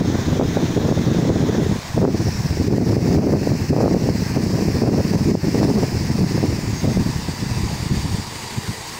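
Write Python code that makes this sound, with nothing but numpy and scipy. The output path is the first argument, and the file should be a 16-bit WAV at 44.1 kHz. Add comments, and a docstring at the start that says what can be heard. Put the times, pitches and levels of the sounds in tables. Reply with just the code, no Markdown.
"""A paddlewheel aerator throws a curtain of spray across a pond, heard from the windy bank.
Countless drops merge into a bright rush whose colour shifts as the microphone turns and tips down.
Wind eddies buffet the microphone, push its limiter down and die away near the end.
A small bird whistles once, thin and falling."""
import sys
import numpy as np
from scipy import signal
from scipy.fft import rfft, irfft, next_fast_len
from scipy.io import wavfile
from scipy.ndimage import uniform_filter1d

SR = 44100
rng = np.random.default_rng(int(sys.argv[2]) if len(sys.argv) > 2 else 0)


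def transcribe(u):
    """Save the signal u as a 16-bit wav file named by the first command-line argument.

    u: samples, shape (n,) or (channels, n), limited to [-1, 1]; the rate is SR.
    q: integer samples, one column per channel.
    """
    v = np.clip(np.atleast_2d(u).T, -1, 1)
    q = np.round(v * 32767).astype(np.int16)
    wavfile.write(sys.argv[1], SR, q)


N = 396459
TIME = np.arange(N) / SR
# microphone aim: (time [s], turned to the wheel [0-1], tipped down at the water [0-1])
AIM = [(0, 0.07, 0), (1.55, 0.06, 0), (1.72, 0.25, 0.2), (2.1, 0.8, 0.08), (3.3, 1, 0), (5.6, 0.96, 0.15),
       (6.6, 0.91, 0.2), (7.6, 0.66, 0.44), (8.4, 0.37, 0.72), (8.99, 1, 0.7)]


def spray(surge_db=0.67, trim_db=-1.23):
    """The wheel runs steadily; its rush changes colour with the aim and grows once the mic faces it."""
    # spray at the mic: (time [s], relative level [dB])
    loudness = [(0, -38), (1.8, -38), (2.3, -36), (5.5, -35), (7.3, -36), (8.99, -36)]
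    # rush spectrum at each aim: (frequency [Hz], relative density [dB])
    aside_spectrum = [(150, 3.5), (950, 1.5), (1300, -2), (2000, -2), (2800, -10.5), (3700, -2.5),
                      (4500, -10), (5300, -7), (6600, -7), (8000, -19), (11000, -26.5), (13000, -34),
                      (13800, -19), (15700, -22)]
    facing_spectrum = [(150, -5), (950, 4), (1350, -4), (1900, 2.5), (2650, -2.5), (3400, -14.5),
                       (4600, 1.5), (5500, 2), (6200, -4), (8200, -11.5), (9300, -19.5), (11800, -15),
                       (13000, -24), (15000, -12)]
    down_spectrum = [(100, -8), (300, 8), (440, 11), (580, -2), (950, 10.5), (1350, -1), (2200, 3.5),
                     (3100, -2), (4600, 0), (5900, -4.5), (6600, 0), (8700, -2.5), (9900, -11),
                     (15700, -16)]
    water = drops()
    aside, facing, down = (coloured(water, spectrum, band_hz=(4000, 12000))
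                           for spectrum in (aside_spectrum, facing_spectrum, down_spectrum))
    turned, tipped = np.clip(follow(AIM), 0, 1)
    upright = (1 - turned) * aside + turned * facing
    rush = (1 - tipped) * upright + tipped * down + hollow_ring()
    (level_db,) = follow(loudness)
    return rush * gain_of(level_db + trim_db + surge_db * wander(rate_hz=32))


def drops(drop_share=0.24, patchy_db=1.25):
    """Drops patter over a wash of finer spray; each sheet of water lands with its own colour."""
    wash = np.sqrt(1 - drop_share) * rng.standard_normal(N)
    patter = np.sqrt(drop_share) * impacts(per_s=3200, spread_db=1.0)
    spectra = signal.stft(wash + patter, nperseg=512, noverlap=384)[2]
    patches = uniform_filter1d(rng.standard_normal(spectra.shape[::-1]), size=22, axis=0)  # over time
    patches = unit_rms(uniform_filter1d(patches, size=4, axis=1))  # over frequency
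    return signal.istft(spectra * gain_of(patchy_db * patches.T), nperseg=512, noverlap=384)[1][:N]


def hollow_ring(width_hz=670, trim_db=-4.0):
    """A hollow band in the hiss that sinks as the mic tips down."""
    # resonance: (time [s], centre [Hz], relative level [dB])
    resonance = [(1.8, 5450, -28), (2.3, 5470, 3), (3, 5160, -15.5), (5.8, 5060, -3), (7, 4900, -5),
                 (7.7, 4720, 0), (8.3, 4730, -0.5), (8.99, 4570, -6)]
    hz, level_db = follow(resonance)
    ring = resonate(resonate(rng.standard_normal(N), hz, width_hz), hz, width_hz)
    return gain_of(level_db + trim_db) * unit_rms(ring)


def reflected(x, base_gain=0.075, tipped_gain=0.078, dull_hz=4500):
    """A soft surface close behind the mic combs the sound; the comb deepens and slides as it tips down."""
    # near reflection, likely off whoever holds the mic: (time [s], delay [s])
    echo_path = [(0, .00116), (4, .00115), (6, .00112), (7.5, .00104), (8.99, .00102)]
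    (delay_s,) = follow(echo_path)
    pole = np.exp(-2 * np.pi * dull_hz / SR)
    echo = np.interp(TIME - delay_s, TIME, signal.lfilter([1 - pole], [1, -pole], x))
    _, tipped = np.clip(follow(AIM), 0, 1)
    return x + (base_gain + tipped_gain * tipped) * echo


def wind(rumble_db=-1.5, flutter_db=-3.0, lumpy_db=4.0, ragged_db=5.5,
         lull_db=-36, lull_hz=125, puffy=0.13, even_above_db=-13):
    """Large eddies rumble on the mic; small ones hit it in ragged clusters within each gust."""
    # large and small eddy spectra: (frequency [Hz], relative density [dB])
    rumble_spectrum = [(15, -24), (35, -23), (55, -16.5), (85, -3.5), (130, -1), (200, -1), (300, -6),
                       (450, -13.5), (800, -76), (2000, -79)]
    flutter_spectrum = [(60, -31), (150, -9), (280, 2), (450, 0.5), (700, -7.5), (1000, -18.5), (1500, -28),
                        (3000, -50), (8000, -74)]
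    large_db, small_db = airflow()
    # the flow catches and lets go many times within a gust
    swirl = wander(rate_hz=42.4)
    swirl = unit_rms(np.tanh(swirl - uniform_filter1d(swirl, size=4400)))
    # slow air carries large eddies past less often: the rumble deepens
    speed = 1 / (1 + np.exp((lull_db - uniform_filter1d(small_db, size=8000)) / 4))
    brisk = coloured(rng.standard_normal(N), rumble_spectrum, band_hz=(40, 350))
    slow = unit_rms(signal.sosfiltfilt(signal.butter(1, lull_hz, fs=SR, output="sos"), brisk))
    rumble = steadied(speed * brisk + (1 - speed) * slow, window_s=0.038)
    kicks = impacts(per_s=550, spread_db=4.0)
    flutter = steadied(coloured(kicks, flutter_spectrum, band_hz=(380, 900)), window_s=0.085)
    # slow air breaks into puffs; a strong gust holds more evenly
    swirl = swirl * (1 + puffy * (1 - speed)) / (1 + gain_of(small_db - even_above_db))
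    return (rumble * gain_of(large_db + rumble_db + lumpy_db * swirl)
            + flutter * gain_of(small_db + flutter_db + ragged_db * swirl))


def airflow(brisk_db=-14, brisk_flutter_db=-22.5, flutter_db_per_db=2.4, gap_db=-7):
    """Large and small eddy levels [dB]; the small ones grow faster with the breeze."""
    # breeze, with a deep early lull and a final calm: (time [s], level [dB])
    breeze = [(0, -16), (.69, -20), (1.32, -15), (1.76, -19), (1.81, -41), (1.91, -31), (1.98, -13.5),
              (2.41, -23), (2.66, -17.5), (3.32, -12), (3.61, -22.5), (3.96, -14.5), (4.3, -22.5),
              (4.48, -18), (5.6, -20), (6.5, -20), (7.22, -24), (8.15, -26), (8.3, -36), (8.99, -41.5)]
    # gusts on top of it: (crest time [s], length [s], rumble [dB], flutter [dB])
    gusts = [(0.395, 0.092, -21, -18.5), (0.591, 0.073, -26, -20.5), (0.86, 0.26, -22, -23),
             (1.589, 0.076, -22.5, -20), (2.047, 0.06, -8.5, -9.5), (2.742, 0.16, -12.5, -22),
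             (2.943, 0.16, -15, -31), (3.182, 0.042, -6.5, -34), (3.52, 0.08, -15.5, -27.5),
             (3.713, 0.04, -8, -29), (3.824, .17, -13.5, -14.5), (4.102, 0.042, -13, -27),
             (4.379, 0.057, -12, -18), (4.592, 0.039, -33, -19), (4.907, .17, -11.5, -14.5),
             (5.164, 0.095, -16, -27.5), (5.308, 0.095, -9.5, -26.5), (5.677, 0.35, -15, -22),
             (6.224, 0.1, -13.5, -30), (6.416, 0.11, -20, -25.5), (6.533, 0.033, -11.5, -27.5),
             (6.87, 0.1, -17.5, -27.5), (6.981, 0.062, -12.5, -38), (7.065, 0.044, -17, -32.5),
             (7.289, 0.028, -12, -39), (7.544, 0.073, -19.5, -38), (7.65, .06, -16, -46),
             (7.964, .14, -18.5, -52), (8.12, 0.16, -23.5, -59), (8.582, .06, -23, -54),
             (8.697, 0.032, -17, -54)]
    # the flow lets go of the mic: (time [s], length [s])
    gaps = [(0.2, 0.064), (2.997, 0.026), (3.416, 0.035), (5.409, 0.018), (5.868, 0.045), (6.594, 0.063),
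            (6.788, 0.034), (7.243, 0.09), (7.354, 0.069)]
    (breeze_db,) = follow(breeze)
    large_power = gain_of(breeze_db) ** 2
    small_power = gain_of(brisk_flutter_db + flutter_db_per_db * (breeze_db - brisk_db)) ** 2
    for crest_s, length_s, rumble_db, flutter_db in gusts:
        swell = bell(crest_s, length_s)
        large_power += (gain_of(rumble_db) * swell) ** 2
        small_power += (gain_of(flutter_db) * swell) ** 2
    dip_db = gap_db * sum(bell(at_s, length_s) for at_s, length_s in gaps)
    return 10 * np.log10(large_power) + dip_db, 10 * np.log10(small_power) + dip_db


def buffets(trim_db=1.8, quickness=0.92, delay_s=0.00287):
    """One eddy crossing the mic is a single cusped pressure swing, quicker when it is small."""
    # hard single eddies: (time [s], relative peak [dB], size as nominal frequency [Hz])
    eddies = [(0.41, -2.5, 443), (0.921, -9, 454), (1.145, -11, 291), (1.249, -8.5, 296), (1.436, -8, 257),
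              (2.026, -8, 218), (2.049, -7, 533), (2.681, -0.5, 199), (2.723, -5, 235), (2.78, 3, 256),
              (2.965, 1.5, 253), (3.27, -7, 266), (3.471, -2, 270), (3.762, -3.5, 371), (3.803, -6, 440),
              (3.877, -4, 458), (3.945, -0.5, 254), (4.087, -3.5, 320), (4.361, -15, 292),
              (4.833, -5.5, 202), (4.984, -13, 280), (5.134, -11, 336), (5.35, 1.5, 320), (5.598, -8, 229),
              (5.628, -5.5, 397), (6.436, -9, 345), (6.97, -6, 264), (7.285, -13, 226)]
    out = np.zeros(N)
    t = np.arange(-SR // 40, SR // 40) / SR
    for (at_s, peak_db, hz), phase in zip(eddies, rng.random(len(eddies))):
        swing = np.exp(2j * np.pi * phase) / (1 - 1j * np.pi * quickness * hz * t) ** 3
        add(out, at_s + delay_s + t[0], gain_of(peak_db + trim_db) * swing.real)
    return out


def bird(waver=0.0064):
    """A thin, slightly unsteady whistle that falls and fades."""
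    # whistle contour: (time [s], pitch [Hz], level [dB])
    whistle = [(6.6, 7060, -45), (6.74, 6560, -44), (6.775, 6490, -37), (6.805, 6400, -33),
               (6.83, 6410, -55), (6.925, 6500, -39), (6.97, 6330, -58)]
    hz, level_db = follow(whistle)
    cycles = np.cumsum(hz * (1 + waver * wander(rate_hz=157))) / SR
    sounding = (TIME > whistle[0][0]) & (TIME < whistle[-1][0])
    return sounding * gain_of(level_db) * np.sin(2 * np.pi * cycles)


def gain_of(db):
    """Decibels to amplitude."""
    return 10 ** (np.asarray(db) / 20)


def unit_rms(x):
    """Scales to rms 1."""
    return x / np.sqrt(np.mean(x ** 2) + 1e-20)


def follow(rows):
    """A timed table's value columns, interpolated per sample."""
    times_s, *columns = np.transpose(rows)
    return [np.interp(TIME, times_s, column) for column in columns]


def bell(centre_s, length_s):
    """A smooth swell to 1 and back."""
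    return np.exp(-np.minimum((2 * (TIME - centre_s) / length_s) ** 2, 20))


def wander(rate_hz, size=16384):
    """Smooth random drift of rms 1, rolled off above the rate."""
    hz = np.fft.rfftfreq(size, TIME[-1] / size)
    drift = irfft(rfft(rng.standard_normal(size)) * np.exp(-(hz / rate_hz) ** 2), size)
    return np.interp(TIME, np.linspace(0, TIME[-1], size), unit_rms(drift))


def impacts(per_s, spread_db):
    """Randomly timed kicks of either sign, mostly small, a few large."""
    size = gain_of(spread_db * np.minimum(rng.exponential(1, N), 4))
    return unit_rms(size * rng.choice([-1, 1], N) * (rng.random(N) < per_s / SR))


def coloured(x, spectrum, band_hz):
    """Filters x by a spectrum, scaled to rms 1 inside the band."""
    size = next_fast_len(N, real=True)
    hz = np.fft.rfftfreq(size, 1 / SR)
    knots_hz, knots_db = np.transpose(spectrum)
    shaped = rfft(x, size) * gain_of(np.interp(np.log(hz + 1), np.log(knots_hz), knots_db))
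    inside = shaped[(hz > band_hz[0]) & (hz < band_hz[1])]
    return irfft(shaped, size)[:N] * N / np.sqrt(2 * np.sum(abs(inside) ** 2))


def resonate(x, hz, width_hz):
    """Moving resonance of gain 1: shifts hz to zero, smooths, shifts back."""
    carrier = np.exp(2j * np.pi * np.cumsum(hz) / SR)
    pole = np.exp(-np.pi * width_hz / SR)
    return 2 * (carrier * signal.lfilter([1 - pole], [1, -pole], x / carrier)).real


def steadied(x, window_s):
    """Flattens swells slower than the window."""
    size = max(int(window_s * SR), 2)
    power = uniform_filter1d(uniform_filter1d(x ** 2, size), size)
    return x * np.sqrt(np.mean(x ** 2) / (abs(power) + 1e-9))


def add(mix, at_s, sound):
    """Mixes a sound in at a time."""
    part = mix[max(round(at_s * SR), 0):][:len(sound)]
    part += sound[:len(part)]


def scene():
    """Spray, wind and bird at one microphone."""
    return (reflected(spray() + bird()) + wind() + buffets())[None]


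def record(dry, ceiling_db=-13.0, recover_db_per_s=70, edge_hz=15750):
    """A limiter clamps wind bursts and recovers slowly, ducking the spray; then a low-pass."""
    power = abs(uniform_filter1d(dry[0] ** 2, size=300))
    over_db = np.maximum(10 * np.log10(power + 1e-12) - ceiling_db, 0)
    recovery_db = recover_db_per_s * TIME
    cut_db = np.maximum.accumulate(over_db + recovery_db) - recovery_db
    gain = uniform_filter1d(gain_of(-cut_db), size=200)
    low_pass = signal.firwin(511, edge_hz, window=("kaiser", 9), fs=SR)
    return signal.oaconvolve(dry * gain, low_pass[None], "same")


dry = scene()
out = record(dry)
transcribe(out)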